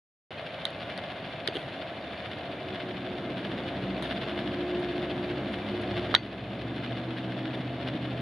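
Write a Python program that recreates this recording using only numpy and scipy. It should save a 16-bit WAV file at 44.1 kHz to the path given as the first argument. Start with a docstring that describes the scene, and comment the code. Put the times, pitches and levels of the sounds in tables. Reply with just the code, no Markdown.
"""In a paved yard, a powered roller conveyor runs, a little louder once it carries a box.
Its rollers whirr in the steel frame and chatter once every turn of the drive; loose axles tick
and the motor whines faintly. Behind it a low rumble with gliding engine drones swells up, likely
traffic beyond the wall. A few clicks, bumps, brushing sounds and one loud clack come from close by.
The clack makes an automatic gain control turn everything down for a while."""
import sys
import numpy as np
from scipy import signal
from scipy.fft import rfft, irfft
from scipy.io import wavfile
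from scipy.ndimage import uniform_filter1d

SR = 44100
rng = np.random.default_rng(int(sys.argv[2]) if len(sys.argv) > 2 else 0)


def unload_wav(signal):
    """Save mono or channel-first audio to the path in sys.argv[1] as 16-bit WAV at rate SR, clipped to [-1, 1]."""
    wavfile.write(
        sys.argv[1],
        SR,
        np.round(np.clip(np.atleast_2d(signal).T, -1, 1) * 32767).astype(np.int16),
    )


N = 362061
T, HZ = np.arange(N) / SR, np.fft.rfftfreq(N, 1 / SR)
TURNS_PER_S, CHATTER_PEAK_S = 14.0, .04  # the drive's speed; when one chatter is strongest

# Levels in the tables are relative. A ring time is how long a tone takes to fall by 60 dB.
# how unlike the two microphones sound: f/Hz, unshared over shared sound/dB
STEREO_WIDTH = [(100, -34.5), (250, -40.5), (430, -19.5), (660, -23), (950, -10), (2500, -10), (4600, -5.5),
                (10000, -10.5)]
# which microphone is louder: f/Hz, left minus right/dB
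STEREO_LEAN = [(400, 0), (1000, .7), (2800, 1), (4600, 2.5), (9000, 0)]

# tone colour of the traffic's rumble: f/Hz, level/dB
RUMBLE_SPECTRUM = [(35, -39), (66, -13), (92, -5.5), (135, 7), (160, -0.5), (192, 9), (225, 3.5),
                   (265, 8.5), (365, 5), (405, 0), (445, 1.5), (600, -11.5), (1100, -15), (4000, -96)]
# the rumble as the traffic draws near, then stays: t/s, level/dB
RUMBLE_SWELL = [(.3, -66), (.8, -47), (1.7, -46), (2.1, -48), (3.3, -38), (6, -37.5), (8.21, -37)]
# how three engines change in pitch and loudness: t/s, f/Hz, level/dB
CRUISING_COURSE = [(2.1, 35, -59), (3.1, 57.5, -58), (3.6, 60.5, -55), (3.9, 64, -49.5), (4.4, 69.5, -56),
                   (5.6, 67.5, -54.5), (6.5, 65, -49.5), (7.1, 77.5, -59), (8.21, 77, -49)]
SPEEDING_COURSE = [(5.1, 96.84, -61.5), (5.9, 105.5, -41.5), (6.4, 111, -46), (6.8, 120, -41.5),
                   (7.6, 126.1, -42.5), (8.21, 124.4, -40.5)]
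SLOWING_COURSE = [(2.5, 62.2, -53.5), (3, 60.75, -43), (3.4, 60.16, -45.5), (4.15, 59.8, -47),
                  (4.42, 59.28, -36), (6.05, 59.3, -41.5), (6.4, 56.76, -49.5), (7.5, 53, -40.5),
                  (8.21, 50.7, -47)]
# the tones of each engine: multiple of its pitch, level/dB, roughness from 0 to 1
CRUISING_TONES = [(1, 0.13, .08), (2, -0.13, 0.22), (3, -1.7, 0.14)]
SPEEDING_TONES = [(1, 0.5, 0.12), (2, -3.5, 0.31)]
SLOWING_TONES = [(3.5, -12, 0.31), (5, -4, 1), (6, 2, 0.29)]
# standing waves between the walls lift a tone that glides through them: f/Hz, width/Hz, lift/dB
YARD_RESONANCES = [(70.8, 7.5, 6), (128, 28, 5.5), (190, 10.8, 15.5), (253, 12, 5)]

# tone colour of a contact: f/Hz, level/dB
CONTACT_SPECTRUM = [(60, -49), (290, -14), (560, -10.5), (1050, -9), (1500, -12), (1950, -5), (2650, -19.5),
                    (3200, -1), (4400, -8.5), (5400, -30), (6500, -32.5), (7800, -42.5), (9900, -28.5),
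                    (12400, -48), (14000, -59), (15700, -61)]
# ringing after a contact: f/Hz, level/dB, ring time/s
CONTACT_RING = [(1460, -36.5, 0.064), (1600, -54, .1), (1900, -47, .06), (2045, -52, 0.23),
                (3130, -45, 0.079), (4020, -46, .1), (4520, -52.5, 0.21), (6250, -66, .15)]
# sharp clicks: t/s, level/dB, resonance f/Hz, its lift/dB, treble/dB, left minus right/dB
CLICK_HITS = [ (0.6531, -3, 3880, 11, 12, -3), (0.6666, -16, 1880, 19, 4, 11),
              (0.9767, -18.5, 5130, 8, 10, 4), (1.475, -5.5, 1850, 14, 7, 12),
              (1.4763, -6.5, 5100, 20.5, 4.5, -13), (6.762, -18, 3800, 6, 4, 4),
              (7.552, -24, 3800, 6, 5, -3)]
# dull bumps: t/s, level/dB
BUMP_HITS = [(1.4856, -10.5), (1.5544, -14), (1.561, -14), (1.5685, -11)]
# light brushing sounds: t/s, level/dB, decay/s
BRUSH_STROKES = [(0.704, -25, .002), (1.542, -18, 0.089), (4.0235, -13.5, .008), (4.04, -20, 0.074),
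                 (4.793, -26, .02), (5.521, -25.5, .05), (5.8148, -23, .008)]
# the parts of the loud clack: t/s, level/dB, thud/dB, body/dB, decay/s, left minus right/dB
CLACK_HITS = [(6.1418, -5.5, 15, 17.5, 0.0055, -11), (6.1499, 19, -9, -7, 0.002, 3),
              (6.1615, -6, -3, 13, 0.003, -11)]

# the motor's whine: f/Hz, level/dB
MOTOR_TONES = [(2342, -62.5), (6960, -96.5)]
# ringing of a roller's axle: f/Hz, level/dB, ring time/s
AXLE_RING = [(1760, -4, 0.0046), (2670, 6, 0.034), (3410, 4, 0.022), (4420, 3, 0.015)]
# pitches that the steel frame brings out: f/Hz, width/Hz, lift/dB
FRAME_RESONANCES = [(552, 150, 8.5), (627.4, 24, 5), (679, 67, 9), (751, 36, 4), (1660, 300, 3),
                    (2105, 89, 5), (2945, 87, 5), (3520, 78, 4), (4320, 120, 4), (6840, 180, 5)]
# tone colour of the rollers' steady whirr: f/Hz, level/dB
WHIRR_SPECTRUM = [(30, -41), (65, 1), (130, 10.5), (430, 0.5), (730, 3.5), (900, 0.5), (3600, -6),
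                  (4500, -18), (6100, -33), (8300, -44), (9700, -34), (10800, -36), (12000, -49.5),
                  (15500, -49)]
# tone colour of the rollers chattering in their seats: f/Hz, level/dB
CHATTER_SPECTRUM = [(300, -13), (650, 1.5), (1000, -3.5), (1650, 2), (2300, -1), (3500, 2), (4000, -4.5),
                    (4400, -11), (5400, -18.5), (6500, -36.5), (8300, -43), (10000, -28), (13000, -53)]


def amp(db):
    """Turns decibels into a factor to multiply by."""
    return 10 ** (np.asarray(db) / 20)


def unit(x):
    """Scales a signal to an average strength (rms) of one."""
    return x / np.sqrt(np.mean(x ** 2) + 1e-20)


def read(points, hz):
    """Reads between the rows of a frequency table, with octaves evenly spaced."""
    f, value = np.transpose(points)
    return np.interp(np.log(hz + 1), np.log(f), value)


def resonance_db(peaks, hz):
    """The lift that resonances give at these frequencies."""
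    return sum(db / (1 + (2 * (hz - centre) / width) ** 2) for centre, width, db in peaks)


def wander(rate_hz, size=4096):
    """A smooth random wobble; a higher rate makes it quicker."""
    hz = np.fft.rfftfreq(size, T[-1] / size)
    slow = irfft(rfft(rng.standard_normal(size)) * np.exp(-(hz / rate_hz) ** 2), size)
    return np.interp(T, np.linspace(0, T[-1], size), unit(slow))


def tap_response(gain, size=4096):
    """The shortest response to a tap that has this tone colour."""
    log_gain = np.log(np.r_[gain, gain[-2:0:-1]] + 1e-6)
    return irfft(np.exp(np.conj(signal.hilbert(log_gain)))[:len(gain)], size)


def at_microphones(pair, colour_db, width_db=0):
    """Colours two unrelated signals and blends them into left and right, most alike in the bass."""
    shared, apart = rfft(pair, axis=1) * amp(colour_db)
    side = apart * amp(read(STEREO_WIDTH, HZ) + width_db)
    lean = amp(read(STEREO_LEAN, HZ) / 2)
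    return unit(irfft(np.array([(shared + side) * lean, (shared - side) / lean]), N, axis=1))


def traffic_rumble(lump_db=1):
    """Traffic makes a lumpy low roar that swells from afar."""
    roar = at_microphones(rng.standard_normal((2, N)), read(RUMBLE_SPECTRUM, HZ), width_db=-1)
    return roar * amp(np.interp(T, *np.transpose(RUMBLE_SWELL)) + lump_db * wander(24))


def engine(course, tones, level_db=-1.0, blur_hz=9, low_cut_hz=59):
    """Tones glide with an engine's speed, partly blurred by their many paths between the walls."""
    times, pitches, levels = np.transpose(course)
    pitch, db = np.interp(T, times, pitches), np.interp(T, times, levels)
    out = np.zeros(N)
    for multiple, tone_db, rough in tones:
        hz = multiple * pitch
        phase = 2 * np.pi * np.cumsum(hz) / SR
        blurred = np.cos(phase) * wander(blur_hz) + np.sin(phase) * wander(blur_hz)
        tone = np.sqrt(2 * (1 - rough)) * np.cos(phase) + np.sqrt(rough) * blurred
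        heard = 1 / np.hypot(1, (low_cut_hz / hz) ** 8)  # the microphones miss the lowest tones
        out += tone * heard * amp(tone_db + resonance_db(YARD_RESONANCES, hz))
    fade = np.clip(1 + 10 * np.minimum(T - times[0], times[-1] - T), 0, 1)
    return out * fade * amp(db + level_db)


def contact(start_s, db, ring_hz, thud_db, body_db, treble_db, decay_s, scrape_share, pan_db=0,
            scatter=0.47, thud_hz=600, body_hz=2400, treble_hz=6500, lift_db=10, lift_width_hz=650,
            overtone=1.69, overtone_db=9, echo_db=-18, echo_s=0.061, size=4096):
    """A contact is a snap and a brief scrape; the struck shell rings and the yard answers faintly."""
    t, hz = T[:SR // 3], np.fft.rfftfreq(size, 1 / SR)
    common, apart, *air = rng.standard_normal((4, len(t)))
    scrape = (common + scatter * np.array([apart, -apart])) * np.exp(-t / decay_s)
    snap = np.sqrt(1 - scrape_share) * (t == 0)
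    push = snap + np.sqrt(scrape_share) * scrape / np.linalg.norm(scrape[0])
    echo = np.array(air) * amp(-60 * t / echo_s)
    echo *= amp(echo_db) / np.linalg.norm(echo[0])
    # the place of contact brings out one resonance and its overtone
    peaks = [(ring_hz, lift_width_hz, lift_db), (overtone * ring_hz, lift_width_hz, overtone_db)]
    colour = unit(amp(read(CONTACT_SPECTRUM, hz) + resonance_db(peaks, hz)))
    low, middle, high = (1 / (1 + (hz / edge) ** 8) for edge in (thud_hz, body_hz, treble_hz))
    balance_db = thud_db * low + body_db * (middle - low) + treble_db * (1 - high)
    shell = tap_response(colour * amp(balance_db))
    hit = signal.fftconvolve(push + echo, shell[None], axes=1)[:, :len(t)]
    ring = sum(amp(tone_db - 60 * t / ring_s) * np.sin(2 * np.pi * f * t)
               for f, tone_db, ring_s in CONTACT_RING)
    ring *= 1 - np.exp(-t / 0.00116)  # a soft start
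    sound = (hit + ring) * amp([[db + pan_db / 2], [db - pan_db / 2]])
    out = np.zeros((2, N))
    slot = out[:, round(start_s * SR):][:, :len(t)]
    slot += sound[:, :slot.shape[1]]
    return out


def clicks():
    """Short, bright contacts, each with its own ring."""
    return sum(contact(s, db, hz, thud_db=-14, body_db=-1.5, treble_db=treble, decay_s=.0011,
                       scrape_share=1.0, pan_db=pan, treble_hz=4660, lift_db=lift, overtone_db=-2)
               for s, db, hz, lift, treble, pan in CLICK_HITS)


def bumps():
    """Soft contacts that are mostly thud."""
    return sum(contact(s, db, ring_hz=2830, thud_db=29, body_db=4, treble_db=4, decay_s=0.0046,
                       scrape_share=0.2, lift_db=18.5, overtone_db=-2) for s, db in BUMP_HITS)


def brushes():
    """Grazing contacts that are mostly scrape and treble."""
    return sum(contact(s, db, ring_hz=3760, thud_db=2, body_db=11, treble_db=16.5, decay_s=decay,
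                       scrape_share=.96) for s, db, decay in BRUSH_STROKES)


def clack():
    """Three hard contacts in a quick row: a touch, a slam and a rebound."""
    return sum(contact(s, db, ring_hz=3880, thud_db=thud, body_db=body, treble_db=-11.5, decay_s=decay,
                       scrape_share=0.62, pan_db=pan, scatter=0.26, treble_hz=7300, lift_db=4,
                       lift_width_hz=1300, overtone=1.44, overtone_db=7)
               for s, db, thud, body, decay, pan in CLACK_HITS)


def conveyor_db(empty_db=-44.5, load_db=1.5, box_on_s=3.41, loading_s=0.085):
    """The conveyor runs evenly, a little louder once it carries the box."""
    return empty_db + load_db * np.clip((T - box_on_s) / loading_s, 0, 1)


def motor(waver=0.00178, flutter_db=4.0):
    """Thin, high tones waver with the motor's speed."""
    clock = np.cumsum(1 + waver * wander(24.0)) / SR
    return sum(amp(db + flutter_db * wander(26)) * unit(np.sin(2 * np.pi * hz * clock))
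               for hz, db in MOTOR_TONES)


def axles(level_db=-11, ticks_per_s=45, spread_db=-3.5, lead_turns=.12, rise_s=0.00051, rollers=24):
    """Loose axles tick on the frame, mostly as each chatter begins; each has its own pitch and side."""
    t, out = T[:SR // 30], np.zeros((2, N))
    turn = TURNS_PER_S * (T - CHATTER_PEAK_S) + lead_turns
    chance = (1 + np.cos(2 * np.pi * turn)) * ticks_per_s / rollers / SR
    for _ in range(rollers):
        tuning, pan_db = rng.uniform(.92, 1.05), rng.normal(2, 3)
        ring = sum(amp(db - 60 * t / ring_s) * np.sin(2 * np.pi * (hz * tuning * t + rng.random()))
                   for hz, db, ring_s in AXLE_RING)
        tick = unit(ring * (1 - np.exp(-(t / rise_s) ** 2)))
        blows = (rng.random(N) < chance) * amp(spread_db * np.minimum(rng.exponential(1, N), 2))
        out += amp([[pan_db / 2], [-pan_db / 2]]) * signal.oaconvolve(blows, tick)[:N]
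    return unit(out) * amp(conveyor_db() + level_db)


def chatter(level_db=-0.5, throb_db=5, uneven_db=2.27, ticks_per_s=700, spread_db=4.0, rub=0.31,
            slip_turns=0.16):
    """Once a turn the rollers shift in their seats: a cluster of small ticks over a rubbing noise."""
    turn = TURNS_PER_S * (T - CHATTER_PEAK_S) + slip_turns * wander(3.5)
    force = amp(throb_db * np.cos(2 * np.pi * turn) + uneven_db * wander(6.4))
    sizes = amp(spread_db * np.minimum(rng.exponential(1, (2, N)), 3.6)) * rng.choice([-1, 1], (2, N))
    ticks = unit(sizes * (rng.random((2, N)) < ticks_per_s / SR))
    shaking = force * (ticks + rub * rng.standard_normal((2, N)))
    colour_db = read(CHATTER_SPECTRUM, HZ) + resonance_db(FRAME_RESONANCES, HZ)
    return at_microphones(shaking, colour_db) * amp(conveyor_db() + level_db)


def whirr(level_db=5, waver_db=0.2):
    """All rollers together make an even rush in the frame."""
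    colour_db = read(WHIRR_SPECTRUM, HZ) + resonance_db(FRAME_RESONANCES, HZ)
    rush = at_microphones(rng.standard_normal((2, N)), colour_db)
    return rush * amp(conveyor_db() + level_db + waver_db * wander(17.7))


def scene():
    """The conveyor, the traffic behind it and the close knocks."""
    conveyor = whirr() + chatter() + axles() + motor()
    engines = (engine(CRUISING_COURSE, CRUISING_TONES) + engine(SPEEDING_COURSE, SPEEDING_TONES)
               + engine(SLOWING_COURSE, SLOWING_TONES))
    traffic = traffic_rumble() + engines
    knocks = clicks() + bumps() + brushes() + clack()
    return traffic + knocks + conveyor


def record(dry, threshold_db=-17, lag_s=0.00074, switch_on_s=0.3065, cutoff_hz=15700):
    """Gain control turns the sound down after a loud peak; part comes back quickly, the rest creeps."""
    power_db = 10 * np.log10(abs(uniform_filter1d((dry ** 2).mean(0), size=64)) + 1e-12)
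    duck_db = np.zeros(N)
    for share, fall_db_per_s in [(0.23, 38), (0.21, 2.0)]:  # the quick part, the slow part
        fall_db = T * fall_db_per_s
        held_peak_db = np.maximum.accumulate(power_db + fall_db) - fall_db
        duck_db += share * np.maximum(held_peak_db - threshold_db, 0)
    smoothing = np.exp(-1 / (lag_s * SR))
    ducked = dry * amp(-signal.lfilter([1 - smoothing], [1, -smoothing], duck_db))
    live = np.clip(ducked, -.95, .95) * (T >= switch_on_s)  # overload flattens peaks; silent at first
    treble_cut = signal.firwin(511, cutoff_hz, window=("kaiser", 9), fs=SR)
    return signal.oaconvolve(live, treble_cut[None], "same")


dry = scene()
out = record(dry)
unload_wav(out)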